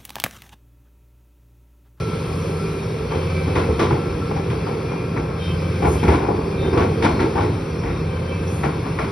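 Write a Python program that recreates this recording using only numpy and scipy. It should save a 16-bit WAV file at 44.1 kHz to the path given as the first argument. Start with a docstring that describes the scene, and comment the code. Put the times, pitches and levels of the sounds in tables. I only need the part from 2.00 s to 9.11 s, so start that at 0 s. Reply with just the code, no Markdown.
"""A six-cylinder diesel drones some way off, sagging under load: an excavator digs on a forest slope.
Its firings sound the exhaust and make the casing throb; fan, gears and pump turn with the crankshaft,
so their tones sag with it. Oil hisses and squeals through the valves, and a turbocharger whistles faintly.
Impacts of bucket and tracks excite the modes of the steel, which clanks, rattles and booms.
The trees smear each blow and scatter the sound, so that it differs between left and right."""
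import sys
import numpy as np
from scipy import signal
from scipy.fft import rfft, irfft, next_fast_len
from scipy.io import wavfile

SR = 44100
rng = np.random.default_rng(int(sys.argv[2]) if len(sys.argv) > 2 else 0)


def generate_wav(signal):
    """Clip the signal to [-1, 1] and save it as 16-bit WAV at the path in sys.argv[1]."""
    frames = np.transpose(np.atleast_2d(signal))
    scaled = np.clip(frames, -1, 1) * 32767
    pcm = np.round(scaled).astype(np.int16)
    wavfile.write(sys.argv[1], SR, pcm)


N = 313551
PADDED = next_fast_len(N + SR // 4, True)
TIME, FREQS = np.arange(N) / SR, np.maximum(np.fft.rfftfreq(PADDED, 1 / SR), 1)

# engine speed, sagging whenever the pump takes load: (time [s], firing rate [Hz])
FIRING_RATE = [(0, 89.2), (.45, 88.3), (.7, 89.3), (1.05, 89), (1.27, 85.8), (1.45, 86.5), (1.8, 88.5),
               (2.1, 89.3), (2.6, 88.4), (3.0, 89.4), (3.35, 88.5), (3.58, 86.0), (3.78, 86.7), (4.0, 87.5),
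               (4.3, 90), (4.5, 90.3), (4.63, 86.7), (5.05, 88.8), (5.95, 88.9), (6.13, 86.4), (6.5, 87.3),
               (7.11, 90.2)]
# how hard the machine strains: (time [s], relative level [dB])
STRAIN = [(0.0, -30), (0.42, -29), (1.19, -30.5), (1.76, -25.5), (2.04, -25.5), (3.42, -29.5), (3.86, -25),
          (4.1, -26.5), (4.43, -25.5), (5.25, -22.5), (5.58, -28), (7.11, -29)]
# exhaust partials: (multiple of the firing rate [1], relative level [dB])
EXHAUST_PARTIALS = [(5 / 6, -26), (1, -1.56), (1.26, -15.5), (2, -8.5), (3.2, -33), (6.3, -19.5)]
# noise spectra of the engine and its cooling duct: (frequency [Hz], relative density [dB])
RUMBLE_SPECTRUM = [(20, -41), (35, -19), (48, -15.5), (62, -3), (80, -6.5), (112, 0.5), (135, -3),
                   (175, -7), (205, -20), (260, -20.5)]
CASING_SPECTRUM = [(150, -5.5), (205, -0.5), (250, -5.5), (310, -4.5), (380, -2.5), (470, -5), (540, -13.5),
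                   (620, -23.5), (800, -48)]
CLATTER_SPECTRUM = [(480, 5), (640, 3), (850, 1), (1130, 3), (1450, -3), (1750, -6.5), (2050, -9),
                    (2400, -4.5), (2700, -12.5), (3000, -30), (4000, -26)]
DUCT_SPECTRUM = [(400, -18.5), (435, -3), (458, -5), (490, -10)]
# resonances of the engine covers: (frequency [Hz], width [Hz], boost [dB])
COVER_MODES = [(286.1, 3.6, 7), (455, 9.6, 2.5), (473, 6, 7)]
# the duct drones while it faces the listener: (time [s], relative level [dB])
DUCT_LEVEL = [(0, -28.5), (.7, -32.5), (1.17, -27), (1.4, -41), (1.75, -29), (2.1, -42), (2.6, -29.5),
              (3.1, -34.5), (3.4, -36.5), (7.11, -47.5)]

# blows of bucket and tracks: (time [s], strength [dB], hardness [dB], extra thud [dB],
# extra ring [dB], centre of the ring [Hz], rattle length [s])
BLOWS = [(1.115, -19, 2, -0.5, 1.5, 1110, 0.032), (1.474, -22.5, -6, 4.5, -1, 804, 0.031),
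         (1.554, -12.5, 4, -2, 0.5, 1080, 0.043), (1.686, -28.5, -6, 8.5, -5, 826, 0.012),
         (1.794, -16, 14, 1, 6.5, 1165, 0.037), (1.905, -17, -5, 2.5, -1, 800, .035),
         (2.306, -27.5, -2, -4, 3, 950, 0.0079), (2.362, -25.5, 3, 2, 4.5, 800, 0.015),
         (2.5, -23.5, 7, -2, 2.5, 1020, 0.026), (2.666, -24.5, 5, 1, 5.5, 900, 0.02),
         (2.914, -21, -11, -1, -1.5, 940, 0.015), (3.161, -17, -6, 0, -8, 1090, 0.013),
         (3.822, -17.5, 0, 1.5, 1, 810, 0.023), (3.847, -14, -5.5, 1, 2, 810, 0.026),
         (4.029, -15.5, 0, 2.5, -2.5, 854, 0.075), (4.08, -13.5, 5, 1.5, 3.5, 870, 0.077),
         (4.219, -19, -5.5, 0.5, 3, 875, 0.057), (4.283, -20.5, -32, 3.5, 9, 860, 0.011),
         (4.377, -30, -17, 7, 10, 880, 0.013), (4.628, -18.5, -5, 4.5, -6, 730, 0.037),
         (4.731, -17.5, -2, 4, 2.5, 1000, 0.074), (4.774, -13, 3, 1.5, 2.5, 713, 0.048),
         (5.024, -13, 10.5, 0.5, -3.5, 920, 0.026), (5.046, -12, 6.5, 0, 7, 975, 0.0075),
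         (5.199, -14.5, 3.5, 1, 0.5, 920, 0.027), (5.356, -17.5, 0, 2, 5.5, 975, 0.015),
         (5.379, -15.5, -3, -1.5, 3, 830, 0.016), (5.407, -19.5, 7, 3.5, -16, 740, 0.023),
         (5.835, -16, -9, -5, -11, 915, 0.092), (6.634, -11, -2, -4.5, -3, 746, 0.025),
         (6.851, -20.5, -4, -1.5, 1.5, 1080, 0.019), (6.987, -14.5, 0, -5, -0.5, 1110, 0.043)]
# spectra of the four parts of a blow: (frequency [Hz], relative density [dB])
THUD_SPECTRUM = [(35, -29), (65, 4.5), (130, -1.5), (240, -2.5), (285, 1.5), (350, -1.5), (480, 1),
                 (600, -18), (850, -7)]
CLANK_SPECTRUM = [(450, -19), (640, 3), (830, -3), (1030, 2.5), (1200, -14.5), (1450, -17)]
CLACK_SPECTRUM = [(1050, -32), (1350, 9.5), (1480, 3.5), (1700, 0), (2000, 0.5), (2350, 2.5), (2750, -8),
                  (3600, -36)]
CRACK_SPECTRUM = [(2300, -3.5), (3100, 10.5), (4300, 3), (5500, 2.5), (7500, -8), (9800, -7.5),
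                  (12000, -20)]
# resonances of the bucket's steel: (frequency [Hz], width [Hz], boost [dB])
STEEL_MODES = [(357, 36, 7.5), (717, 7.9, 8.5), (793, 26, -5), (940, 47, 0), (1128, 37, 11.5),
               (1390, 70, -6)]
# ringing plates of the bucket: (frequency [Hz], relative level [dB])
PLATE_MODES = [(703, -11.5), (780, -9), (830, -7), (915, -10), (1020, -15), (1163, -9)]
# steel meets steel squarely: (time [s], level [dB], tilt [dB/octave])
SNAPS = [(1.478, -25, -14), (1.56, -23, -1), (1.798, -26.5, -2), (1.909, -16.5, -13), (2.313, -22, -13),
         (2.669, -25.5, -6), (3.175, -22.5, 3), (3.848, -19, -12.5), (4.29, -25, -12), (5.058, -19, 1.5),
         (5.193, -21, -1), (5.356, -22.5, -5), (5.38, -16.5, -7), (6.636, -31, -3), (6.988, -20, 4)]
# plate modes that a snap excites: (frequency [Hz])
SNAP_MODES = [826, 987, 1190, 1418, 1830, 2265]
# the hollow bucket knocks on earth and roots: (time [s], relative level [dB], centre of the boom [Hz])
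KNOCKS = [(1.688, -9.5, 430), (1.817, -9, 333), (2.308, -18, 453), (2.912, -18, 420), (3.148, -18, 380),
          (4.087, -9, 390), (4.14, -11.5, 310), (4.287, -9, 430), (4.385, -15.5, 292), (4.626, -19, 404),
          (4.782, -15, 410), (5.059, -14, 320), (5.242, -11, 310)]
# modes of the bucket's shell: (frequency [Hz])
SHELL_MODES = [277, 326.5, 348, 391, 433, 481]
# the machine rocks on its tracks: (time [s], frequency [Hz], level [dB])
BUMPS = [(1.683, 71.7, -13.5), (1.83, 130.4, -19), (1.91, 139.2, -17), (3.862, 71, -13.5), (4.07, 79.5, -8),
         (4.37, 73, -22), (4.791, 90, -15), (5.4, 102, -14.5), (5.707, 81, -18.5), (5.85, 57.5, -19.5),
         (6.631, 145, -17)]

# pump harmonics: (multiple of the piston rate [1], relative level [dB])
PUMP_HARMONICS = [(2, -3), (4, -13), (6, -14), (8, -23), (9, -13.5), (10, -13.5), (12, -19)]
# singing valves: (time [s], length [s], multiple of the piston rate [1], level [dB])
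SQUEALS = [(.02, 1, 16, -57), (0.546, 0.36, 9, -46), (1.08, 0.23, 12, -46), (1.244, .26, 9, -37.5),
           (1.23, 0.27, 2, -31), (2.8, 0.31, 9, -43), (3.37, 0.21, 12, -39), (3.38, .16, 20, -55),
           (4.504, 0.14, 9, -43), (3.37, .17, 14, -45), (3.603, 0.28, 9, -43), (4.56, 0.19, 14, -42),
           (4.95, 0.77, 14, -56), (5.03, 0.29, 16, -48), (5.88, 0.17, 14, -50), (6.247, 0.12, 12, -48)]
# brief, thin, high squeaks, mostly of the hydraulics: (time [s], length [s], frequency [Hz], level [dB])
SQUEAKS = [(1.09, .1, 3150, -43), (3.968, 0.064, 3160, -43), (4.718, 0.036, 5180, -46)]
# noise of oil through the valves: (time [s], relative level [dB])
OIL_FLOW = [(0.0, -40), (1.08, -42), (1.22, -39.5), (1.48, -39), (2.18, -42), (2.65, -42), (3.37, -45.5),
            (3.42, -40.5), (3.52, -40.5), (3.62, -41), (4.06, -38.5), (4.2, -45), (4.5, -42.5),
            (5.27, -40.5), (5.6, -43), (5.96, -44.5), (7.11, -41.5)]
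# spectra of the oil's hiss and fine spray: (frequency [Hz], relative density [dB])
HISS_SPECTRUM = [(2200, 18), (3000, 11), (3400, 11.5), (3900, 7), (4300, 7), (4800, 6.5), (5200, 0.5),
                 (6000, 6), (6700, -20.5), (7300, -9.5), (8300, -25.5), (9500, 0.5)]
SPRAY_SPECTRUM = [(6200, 3), (7200, 7), (8500, 3), (9500, 3), (10500, 3.5), (11700, 0)]
# resonances of valve block and hoses: (frequency [Hz], width [Hz], boost [dB])
VALVE_MODES = [(3410, 120, 2.5), (4350, 230, 5.5), (5214, 310, 11.5)]
# spurts of fine spray: (time [s], Gaussian width [s], level [dB])
SPURTS = [(.48, 0.3, -51), (3.92, 0.041, -40), (4.09, 0.079, -49.5), (6.56, 0.081, -46.5)]

# gear whine, fading as the machine swings round: (time [s], low mesh level [dB], high mesh level [dB])
GEAR_LEVELS = [(0, -36, -35.5), (.35, -43, -48.5), (.53, -40, -44.5), (.6, -34, -38), (.74, -29.5, -43),
               (.95, -37, -50.5), (2.2, -44, -41), (2.5, -33.5, -47), (3.1, -38.5, -43.5), (3.4, -49, -50),
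               (4.2, -34, -59), (7.11, -52.5, -73)]
# the turbocharger spools up and coasts down: (time [s], frequency [Hz])
TURBO_PITCH = [(0, 9100), (.2, 8890), (.72, 8900), (1.18, 8150), (1.45, 8900), (1.7, 9230), (2.1, 8680),
               (2.5, 8080), (2.97, 8160), (3.5, 7700), (4.1, 8900), (4.5, 8470), (4.8, 8950), (5.1, 8450),
               (5.45, 8680), (5.75, 8580), (6.0, 8300), (6.55, 9600), (6.75, 9600), (6.95, 9200),
               (7.11, 9080)]
# two microphone ports: (frequency [Hz], left minus right [dB], left lead [rad], coherence [0-1])
PORTS = [(200, 0, 0, 1), (300, -.8, .03, .995), (450, -3.5, .45, .98), (600, .5, 1.2, .88),
         (700, 6, 1.7, .7), (790, 13, 3.9, .25), (880, 9, 5.1, .87), (1000, 4.5, 5.4, .87),
         (1200, 1, 6.1, .96), (1450, 5, 6.5, .93), (1650, 6, 5.6, .4), (2100, 0, 6.1, .97),
         (2650, 0, 6.9, .8), (2880, -2, 8.3, .3), (3150, -1, 6.8, .7), (3450, 0, 6.3, .5),
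         (4200, 0, 6.3, .94), (5400, 0, 6.35, .87), (6000, .5, 7.6, .45), (6600, 0, 9.42, .999),
         (8100, 0, 9.43, .999), (8800, 0, 10.9, .45), (9500, 0, 12.57, .99)]


def excavator(free_hz=89.2, loaded_hz=87.0):
    """Governor droop: speed sags in proportion to load, and all that the crankshaft drives follows."""
    firing_hz, = in_time(FIRING_RATE)
    firings = np.cumsum(firing_hz) / SR  # phase in cycles
    strokes = 3 * firings  # nine pump pistons a turn give three pulses a firing
    load = np.clip((free_hz - firing_hz) / (free_hz - loaded_hz), 0, 1)
    throb = np.cos(2 * np.pi * firings) + np.cos(np.pi * firings)
    engine = diesel(firings, load, throb) + cooling(firings, throb) + gears(firings) + turbocharger()
    hydraulics = pump(strokes, load) + squeals(strokes, firings) + oil(strokes) + hose_ring(strokes)
    digging = blows() + plate_ring() + snaps() + knocks() + bumps()
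    return engine + digging + hydraulics + squeaks()


def diesel(firings, load, throb):
    """Periodic forcing: firings sound an exhaust note that swells with load, and shake the casing."""
    strain_db, = in_time(STRAIN)
    swing_db = strain_db - strain_db.mean()
    note = sum(from_db(db) * tone(k * firings, waver_db=1.1, blur_rad=0.074, rate_hz=7.8)
               for k, db in EXHAUST_PARTIALS)
    exhaust = from_db(-34 + 10 * load + 0.12 * swing_db) * note
    rumble = from_db(-28 + 0.29 * swing_db) * noise(RUMBLE_SPECTRUM)
    casing = from_db(-29 + swing_db + 1.1 * throb) * noise(CASING_SPECTRUM, COVER_MODES)
    clicks = colour(grains(per_s=6000, spread_db=3.5), CLATTER_SPECTRUM)
    clatter = from_db(-36 + 0.21 * swing_db + 0.25 * throb) * clicks
    return exhaust + rumble + casing + clatter


def cooling(firings, throb):
    """Blade passage gives the fan its hum; resonance narrows the duct's noise to a drone."""
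    fan = from_db(-30.5) * tone(1.8 * firings, waver_db=1.7, blur_rad=0.11, rate_hz=17)
    duct_db, = in_time(DUCT_LEVEL)
    return fan + from_db(duct_db - 2.6 + 2 * throb) * noise(DUCT_SPECTRUM)


def blows():
    """Impact noise: bursts of contacts excite frame and bucket; the harder the blow, the brighter."""
    _, db, hardness_db, thud_db, ring_db, _, _ = np.transpose(BLOWS)
    thud = blow_envelope(db + thud_db - 9, rise_s=0.012, t60=0.53, tail_db=-10, tail_t60=1.0)
    thud *= colour(grains(per_s=1200, spread_db=1.0), THUD_SPECTRUM, STEEL_MODES)
    clank = blow_envelope(db + ring_db - 18.5, rise_s=0.016, t60=0.32, tail_db=-5.5, tail_t60=1.0)
    clank *= colour(grains(per_s=1600, spread_db=6.5), CLANK_SPECTRUM, STEEL_MODES)
    clack_db, crack_db = db + 0.41 * hardness_db - 19, db + 0.81 * hardness_db - 31.5
    clack = blow_envelope(clack_db, rise_s=0.003, t60=0.42, tail_db=-26, tail_t60=0.19)
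    clack *= colour(grains(per_s=3000, spread_db=1.5), CLACK_SPECTRUM)
    crack = blow_envelope(crack_db, rise_s=0.0033, t60=0.41, tail_db=-11, tail_t60=0.29)
    crack *= colour(grains(per_s=3800, spread_db=1.0), CRACK_SPECTRUM)
    return thud + clank + clack + crack


def blow_envelope(levels_db, rise_s, t60, tail_db, tail_t60, contact_db=-4.5, contact_s=0.014):
    """Incoherent blows add in power: each hits, rattles on, dies and reverberates among the trees."""
    power = np.zeros(N)
    for (s, *_, rattle_s), db in zip(BLOWS, levels_db):
        start = int((s - rise_s / 2) * SR)
        age = TIME[:N - start][:SR]
        after = np.maximum(age - rattle_s, 0)
        contact = from_db(contact_db) * np.exp(-age / contact_s)
        rattle = from_db(-60 * after / t60)
        tail = from_db(tail_db - 60 * after / tail_t60)
        shape = np.minimum(age / rise_s, 1) * (contact + rattle + tail)
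        power[start:start + len(age)] += (from_db(db) * shape) ** 2
    return np.sqrt(power)


def plate_ring(rise_s=0.006, t60=0.25, fall_db_per_octave=63):
    """Free vibration: a blow sets the bucket's plates ringing, most of all the one where it lands."""
    out = np.zeros(N)
    for s, db, _, _, ring_db, centre_hz, _ in BLOWS:
        start = int(s * SR)
        age = TIME[:N - start][:SR // 4]
        fade = np.minimum(age / rise_s, 1) * from_db(db + ring_db - 60 * age / t60)
        for hz, plate_db in PLATE_MODES:
            gain = from_db(plate_db - fall_db_per_octave * abs(np.log2(hz / centre_hz)))
            out[start:start + len(age)] += gain * fade * sine(hz * age)
    return out


def snaps(decay_s=0.005):
    """Impulse response: a square hit rings several plate modes for a few milliseconds."""
    out, age = np.zeros(N), TIME[:SR // 20]
    fade = np.minimum(age * SNAP_MODES[-1], 1) * np.exp(-age / decay_s)
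    for s, db, tilt_db in SNAPS:
        start = int(s * SR)
        plates = sum(from_db(tilt_db * np.log2(hz / SNAP_MODES[0])) * sine(hz * age)
                     for hz in SNAP_MODES)
        out[start:start + len(age)] += from_db(db) * fade * rms_one(plates)
    return out


def knocks(rise_s=0.004, t60=0.12, fall_db_per_octave=26):
    """Damped shell modes: the bucket booms according to where it lands, and earth soon stills it."""
    out, age = np.zeros(N), TIME[:SR // 4]
    for s, db, centre_hz in KNOCKS:
        start = int(s * SR)
        shell = sum(from_db(-fall_db_per_octave * abs(np.log2(hz / centre_hz)))
                    * sine(hz * age, spread_cycles=0.35) for hz in SHELL_MODES)
        fade = np.minimum(age / rise_s, 1) * from_db(db - 2 - 60 * age / t60)
        out[start:start + len(age)] += fade * rms_one(shell)
    return out


def bumps(rise_s=0.019, t60=0.41):
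    """Damped oscillation: the whole machine bounces briefly on its tracks."""
    out = np.zeros(N)
    for s, hz, db in BUMPS:
        age = np.maximum(TIME - s, 0)
        out += np.minimum(age / rise_s, 1) * from_db(db - 60 * age / t60) * sine(hz * age)
    return out


def pump(strokes, load):
    """Pressure ripple: the pistons whine at harmonics of their stroke rate, louder under load."""
    whine = sum(from_db(db) * tone(k * strokes, waver_db=4.5, blur_rad=0.66, rate_hz=21)
                for k, db in PUMP_HARMONICS)
    return from_db(-42.5 + 7 * load) * whine


def squeals(strokes, firings):
    """Amplitude modulation: pistons and firings chop a valve's song on one pump harmonic."""
    chop = 1 + 0.4 * np.cos(2 * np.pi * strokes) + 0.25 * np.cos(2 * np.pi * firings)
    return sum(from_db(db) * swell(s, length) * chop * tone(k * strokes, waver_db=2)
               for s, length, k, db in SQUEALS)


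def oil(strokes):
    """Flow noise: oil hisses through the valves, pulsing with the pistons, and spurts in fine spray."""
    flow_db, = in_time(OIL_FLOW)
    flutter_db = 0.5 * drift(rate_hz=25) + 0.73 * np.cos(2 * np.pi * strokes)
    hiss = from_db(flow_db - 1.7 + flutter_db) * noise(HISS_SPECTRUM, VALVE_MODES)
    spurts = sum(from_db(db) * np.exp(-0.5 * ((TIME - s) / width) ** 2) for s, width, db in SPURTS)
    spray = np.hypot(from_db(flow_db - 12.5), spurts) * noise(SPRAY_SPECTRUM)
    return hiss + spray


def gears(firings):
    """Tooth meshing: two gear pairs whine at fixed multiples of the crankshaft's speed."""
    low_db, high_db = in_time(GEAR_LEVELS)
    low_mesh = tone(4.37 * firings, waver_db=2.5, blur_rad=0.3, rate_hz=6)
    high_mesh = tone(15.07 * firings, waver_db=3, blur_rad=0.3, rate_hz=15)
    return from_db(low_db) * low_mesh + from_db(high_db) * high_mesh


def squeaks():
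    """Tone bursts: brief, thin, high squeaks, mostly the hydraulics singing at a steady pitch."""
    return sum(from_db(db) * swell(s, length) * tone(hz * TIME, waver_db=4)
               for s, length, hz, db in SQUEAKS)


def hose_ring(strokes, swell_db=5):
    """Resonance: hoses and cylinders pick out high pump harmonics, a faint ring that shifts at random."""
    out = np.zeros(N)
    for k in range(13, 23):
        gain = from_db(swell_db * np.clip(drift(rate_hz=3.5), -2, 2))
        out += rms_one(gain * tone(k * strokes, waver_db=3.5))
    return from_db(-62) * out


def turbocharger(db_per_hz=0.003):
    """Rotor tone: a faint whistle that rises in pitch and level as the turbocharger spools up."""
    hz, = in_time(TURBO_PITCH)
    whistle = tone(np.cumsum(hz) / SR, waver_db=5, blur_rad=0.8)
    return from_db(-64.5 + db_per_hz * (hz - hz.mean())) * whistle


def microphones(direct, scattered):
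    """Partial coherence: direct sound reaches two ports unequally; foliage scatter parts them further."""
    balance_db, lead, coherence = in_pitch(PORTS)
    common = np.sqrt((1 + coherence) / 2) * rfft(direct, PADDED)
    apart = np.sqrt((1 - coherence) / 2) * rfft(scattered, PADDED)
    port = from_db(balance_db / 2) * np.exp(0.5j * lead)
    return irfft(np.array([(common + apart) * port, (common - apart) / port]), PADDED)[:, :N]


def tone(cycles, waver_db, blur_rad=0.45, rate_hz=35):
    """Random modulation: a unit-power partial wavers in level and phase on its way through the air."""
    gain = from_db(waver_db * drift(rate_hz))
    return rms_one(gain * np.sin(2 * np.pi * (cycles + rng.random()) + blur_rad * drift(rate_hz)))


def sine(cycles, spread_cycles=1):
    """Simple harmonic motion with a random starting phase."""
    return np.sin(2 * np.pi * (cycles + spread_cycles * rng.random()))


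def swell(start_s, length_s):
    """Half-sine envelope."""
    return np.sin(np.pi * np.clip((TIME - start_s) / length_s, 0, 1))


def drift(rate_hz, step=40, settle=2000):
    """Low-pass noise: a slow fluctuation of unit power."""
    pole = np.exp(-2 * np.pi * rate_hz * step / SR)
    white = rng.standard_normal(N // step + settle + 2)
    slow = signal.lfilter([1], [1, -2 * pole, pole * pole], white)[settle:]
    return np.interp(np.arange(N) / step, np.arange(len(slow)), rms_one(slow))


def grains(per_s, spread_db):
    """Shot noise: random clicks of uneven size."""
    clicks = (rng.random(N) < per_s / SR) * rng.choice([-1, 1], N)
    return clicks * from_db(spread_db * np.clip(rng.standard_normal(N), -2, 2))


def noise(spectrum, modes=()):
    """Filtered Gaussian noise of unit power."""
    return colour(rng.standard_normal(N), spectrum, modes)


def colour(x, spectrum, modes=(), skirt_db_per_octave=47):
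    """Source and filter: x takes on a spectrum with steep skirts and resonant peaks, at unit power."""
    db, = in_pitch(spectrum)
    octaves_outside = np.abs(np.log2(FREQS / np.clip(FREQS, spectrum[0][0], spectrum[-1][0])))
    for hz, width_hz, peak_db in modes:
        db = db + peak_db / (1 + (2 * (FREQS - hz) / width_hz) ** 2)
    gain = from_db(db - skirt_db_per_octave * octaves_outside)
    return rms_one(irfft(rfft(x, PADDED) * gain, PADDED)[:N])


def in_time(rows):
    """Interpolate each column at every sample."""
    s, *columns = np.transpose(rows)
    return [np.interp(TIME, s, c) for c in columns]


def in_pitch(rows):
    """Interpolate each column over log frequency."""
    hz, *columns = np.transpose(rows)
    return [np.interp(np.log(FREQS), np.log(hz), c) for c in columns]


def from_db(db):
    """Decibels to amplitude ratio."""
    return 10 ** (np.asarray(db) / 20)


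def rms_one(x):
    """Scale to unit power."""
    return x / np.sqrt(np.mean(x ** 2) + 1e-20)


def scene():
    """Scattering: sound from the foliage follows the same motions, with unrelated fine grain."""
    return microphones(direct=excavator(), scattered=excavator())


def record(dry, cutoff_hz=11800):
    """Band limiting: a steep low-pass filter removes the highest treble."""
    return signal.sosfilt(signal.ellip(12, 0.2, 80, cutoff_hz, fs=SR, output="sos"), dry)


dry = scene()
out = record(dry)
generate_wav(out)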